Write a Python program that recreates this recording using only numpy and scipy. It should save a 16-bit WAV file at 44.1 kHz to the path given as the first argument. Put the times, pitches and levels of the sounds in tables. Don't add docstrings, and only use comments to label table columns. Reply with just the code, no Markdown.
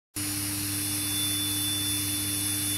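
import sys
import numpy as np
from scipy import signal
from scipy.fft import rfft, irfft, next_fast_len
from scipy.io import wavfile
from scipy.ndimage import uniform_filter1d

SR = 44100
rng = np.random.default_rng(int(sys.argv[2]) if len(sys.argv) > 2 else 0)


def boost_factor(decibels):
    exponent = np.asarray(decibels, float) / 20
    return 10 ** exponent


def dump(signal):
    limited = np.clip(np.atleast_2d(signal).T, -1, 1)
    pcm = np.round(limited * 32767).astype(np.int16)
    wavfile.write(sys.argv[1], SR, pcm)


N = 122157


def read(table, hz):
    table = np.array(table, float)
    return np.interp(np.log(hz), np.log(table[:, 0]), table[:, 1])


def walk(rate):
    hold = int(SR / rate)
    steps = np.repeat(rng.standard_normal(N // hold + 2), hold)
    return 1.45 * uniform_filter1d(uniform_filter1d(steps, hold), hold)[:N]


# (time [s], level [dB])
PULSE_TONE = [(0.66, -60), (0.75, -46), (0.77, -51), (0.94, -42.5), (0.96, -50), (1.01, -43), (1.25, -31),
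              (1.28, -36.5), (1.46, -33.5), (1.56, -39), (1.65, -35), (1.83, -35.5), (2.05, -41.5),
              (2.19, -37.5), (2.23, -42), (2.46, -39.5), (2.66, -42.5), (2.77, -36.5)]
# (time [s], level [dB])
DOUBLE_TONE = [(0.17, -44), (0.31, -46), (0.36, -54), (0.65, -47.5), (0.96, -68), (1.03, -67), (1.72, -70),
               (1.89, -59), (2.07, -65), (2.11, -53), (2.32, -68), (2.77, -47)]
# (time [s], level [dB])
TRIPLE_TONE = [(0.17, -35.5), (0.49, -53), (1.13, -51), (1.23, -37), (1.34, -41), (2.06, -35.5),
               (2.31, -51), (2.33, -37), (2.52, -36), (2.58, -45), (2.73, -38), (2.77, -42)]
# (time [s], level [dB])
FOURFOLD_TONE = [(0.17, -54), (0.34, -53), (0.44, -57), (0.99, -47), (1.05, -52), (1.09, -42), (1.57, -46),
                 (1.63, -41), (1.78, -49), (2.07, -44), (2.15, -50), (2.77, -46)]
TONE_TRIM = [0.85, -0.46, -2.3, 0.25]
TONE_FLUTTER = [.9, 2., 2., 1.5]
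TONE_SLIP = [.1, .5, 1., .4]


def beam_whine(t):
    pulse_hz = 3498.75
    whine = 0
    for k, rows in enumerate([PULSE_TONE, DOUBLE_TONE, TRIPLE_TONE, FOURFOLD_TONE]):
        times, levels = np.array(rows).T
        db = np.interp(t, times, levels) + TONE_TRIM[k] + TONE_FLUTTER[k] * walk(24.85)
        slip = TONE_SLIP[k] * walk(7.9)
        whine = whine + boost_factor(db) * np.sin(2 * np.pi * (k + 1) * pulse_hz * t + slip)
    return whine * np.sqrt(2)


# (frequency [Hz], width [Hz], boost [dB])
RESONANCES = [(68.6, 10, 6.5), (136, 15, 5), (458, 54, 5), (2200, 77, 0), (2920, 1200, 3.5), (5080, 110, 4),
              (5594, 64, 7), (9630, 130, 2), (10550, 270, 2), (11830, 150, 3)]
# (low edge [Hz], high edge [Hz])
DEAD_BANDS = [(7030, 7600), (13110, 13800), (3080, 4050), (15760, 30000)]
# (depth [dB], softness of low edge [Hz], of high edge [Hz])
DEAD_DEPTHS = [(-22, 60, 80), (-12, 25, 90), (-6, 40, 250), (-60, 20, 20)]
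# (frequency [Hz], side minus mid [dB])
AIR_WIDTH = [(60, -14), (100, -32), (500, -12.5), (1500, -16.5), (4500, -18.5), (8000, -16.5), (11000, -20),
             (14500, -14)]


def turbulent_air(table, level_db, swell_db, flicker_db):
    size = next_fast_len(N)
    hz = np.arange(size // 2 + 1) * SR / size + 1
    octaves_outside = np.abs(np.log2(hz / np.clip(hz, table[0][0], table[-1][0])))
    db = read(table, hz) - 30 * octaves_outside
    for centre, width, boost in RESONANCES:
        db = db + boost / (1 + (2 * (hz - centre) / width) ** 2)
    for (low, high), (depth, low_soft, high_soft) in zip(DEAD_BANDS, DEAD_DEPTHS):
        above_low = 1 + np.tanh((hz - low) / low_soft)
        below_high = 1 + np.tanh((high - hz) / high_soft)
        db = db + depth / 4 * above_low * below_high
    spectrum = rfft(rng.standard_normal((2, size))) * boost_factor([db, db + read(AIR_WIDTH, hz)])

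    air, shared = 0, walk(3.2)
    for centre in 20 * 2 ** (np.arange(30) / 3):
        share = np.cos(np.pi / 2 * np.clip(3 * np.log2(hz / centre), -1, 1)) ** 2
        shared = .8 * shared + .6 * walk(3)
        band = irfft(spectrum * share, size)[:, :N]
        air = air + band * boost_factor(swell_db * shared + flicker_db * walk(14))
    return air / np.std(air[0]) * boost_factor(level_db)


# (frequency [Hz], level per Hz [dB])
JET_COLOUR = [(3700, -9.5), (5640, -6.5), (6610, -12), (8030, -10), (10200, 0.5), (12900, -7.5),
              (14100, -15), (15700, -21)]
# (time [s], level [dB])
GAS_FLOW = [
    (0.17, -33.5),
    (0.23, -33.5),
    (1.32, -32),
    (1.34, -33),
    (2.06, -31.5),
    (2.3, -32),
    (2.34, -31.5),
    (2.75, -31),
    (2.77, -34.5),
]


def gas_jet(t):
    times, levels = np.array(GAS_FLOW).T
    return turbulent_air(JET_COLOUR, 0.5 + np.interp(t, times, levels), swell_db=.3, flicker_db=.7)


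# (frequency [Hz], level per Hz [dB])
CABINET_COLOUR = [(15, -55), (25, -16.5), (97, -3.5), (245, -8.5), (301, -8), (354, -17), (2710, -10),
                  (3200, -17), (3400, -12), (4420, -8), (7480, -120)]


def cooling_cabinet():
    return turbulent_air(CABINET_COLOUR, -40, swell_db=.3, flicker_db=.8)


# (multiple of the hum rate, level [dB], phase [rad])
HUM_TONES = [
    (1, -40, 2.5),
    (2, -50.5, 0.64),
    (3, -39, 1.04),
    (4, -59, 1),
    (8, -65, 1),
]


def cabinet_hum(t):
    hum_hz, inverter_hz = 99.95, 14397
    hum = boost_factor(-66 + 3 * walk(5)) * np.sin(2 * np.pi * inverter_hz * t)
    for multiple, db, phase in HUM_TONES:
        hum = hum + boost_factor(db + 0.34 * walk(4.63)) * np.cos(2 * np.pi * multiple * hum_hz * t + phase)
    return hum * np.sqrt(2)


def scene():
    t = np.arange(N) / SR
    whine, hum = beam_whine(t), cabinet_hum(t)
    mid, side = gas_jet(t) + cooling_cabinet()
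    side = side + boost_factor(-23) * walk(15) * whine
    mid = mid + whine + hum
    side = side - .03 * (mid - .7 * hum)
    return np.array([mid + side, mid - side])


# (frequency [Hz], drop threshold against the neighbourhood [dB])
MASKING = [(900, -12), (3000, -10), (4100, -8), (5500, -11), (7000, -6), (9000, -13), (12000, -12),
           (13400, -7), (14000, -9), (15000, -4)]
# (frequency [Hz], readiness [spreads of chance])
SIDE_SURVIVAL = [(300, 1.3), (1200, -.2), (6000, -.1), (9500, 1.), (12000, -.1), (14500, -.9)]


def thin(x):
    window = np.sin(np.pi * (np.arange(2048) + .5) / 2048)
    stereo = np.array([x[0] + x[1], x[0] - x[1]])
    hz, _, (mid, side) = signal.stft(stereo, SR, window, len(window))

    def patches(bins):
        values = uniform_filter1d(rng.standard_normal((130, mid.shape[1])), 2) * 1.41
        return np.repeat(values, bins, axis=0)[:len(hz)]

    near = uniform_filter1d(np.abs(mid) ** 2, int(1300 / hz[1]), axis=0) ** .5
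    threshold_db = read(MASKING, hz + 1)[:, None] + 4.5 * patches(8)
    audible = np.abs(mid) > near * boost_factor(threshold_db)
    mid = mid * (audible | (hz < 900)[:, None])

    wide = patches(16)
    chance = .7 * wide + 1.8 * uniform_filter1d(wide, 130, axis=0)
    lucky = chance > -read(SIDE_SURVIVAL, hz + 1)[:, None]
    strong = (np.abs(side) > near / 3) & (chance > -1)
    side = side * (lucky | strong)
    mid, side = signal.istft(np.array([mid, side]), SR, window, len(window))[1][:, :N]
    return np.array([mid + side, mid - side]) / 2


def roll_off(x):
    return signal.sosfilt(signal.butter(12, 16820, fs=SR, output="sos"), x)


def record(dry):
    start_s, smear_s = .163, .026
    since_start = np.arange(N) / SR - start_s
    rise = np.sin(np.pi / 2 * np.clip(1 + since_start / smear_s, 0, 1))
    smear = rise * (since_start < 0) * boost_factor(-50.5)
    lowpass = signal.butter(10, 15500, fs=SR, output="sos")
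    noise = signal.sosfilt(lowpass, rng.standard_normal(N))
    mix = thin(dry) * (since_start >= 0) + smear * noise
    return roll_off(mix)


dry = scene()
out = record(dry)
dump(out)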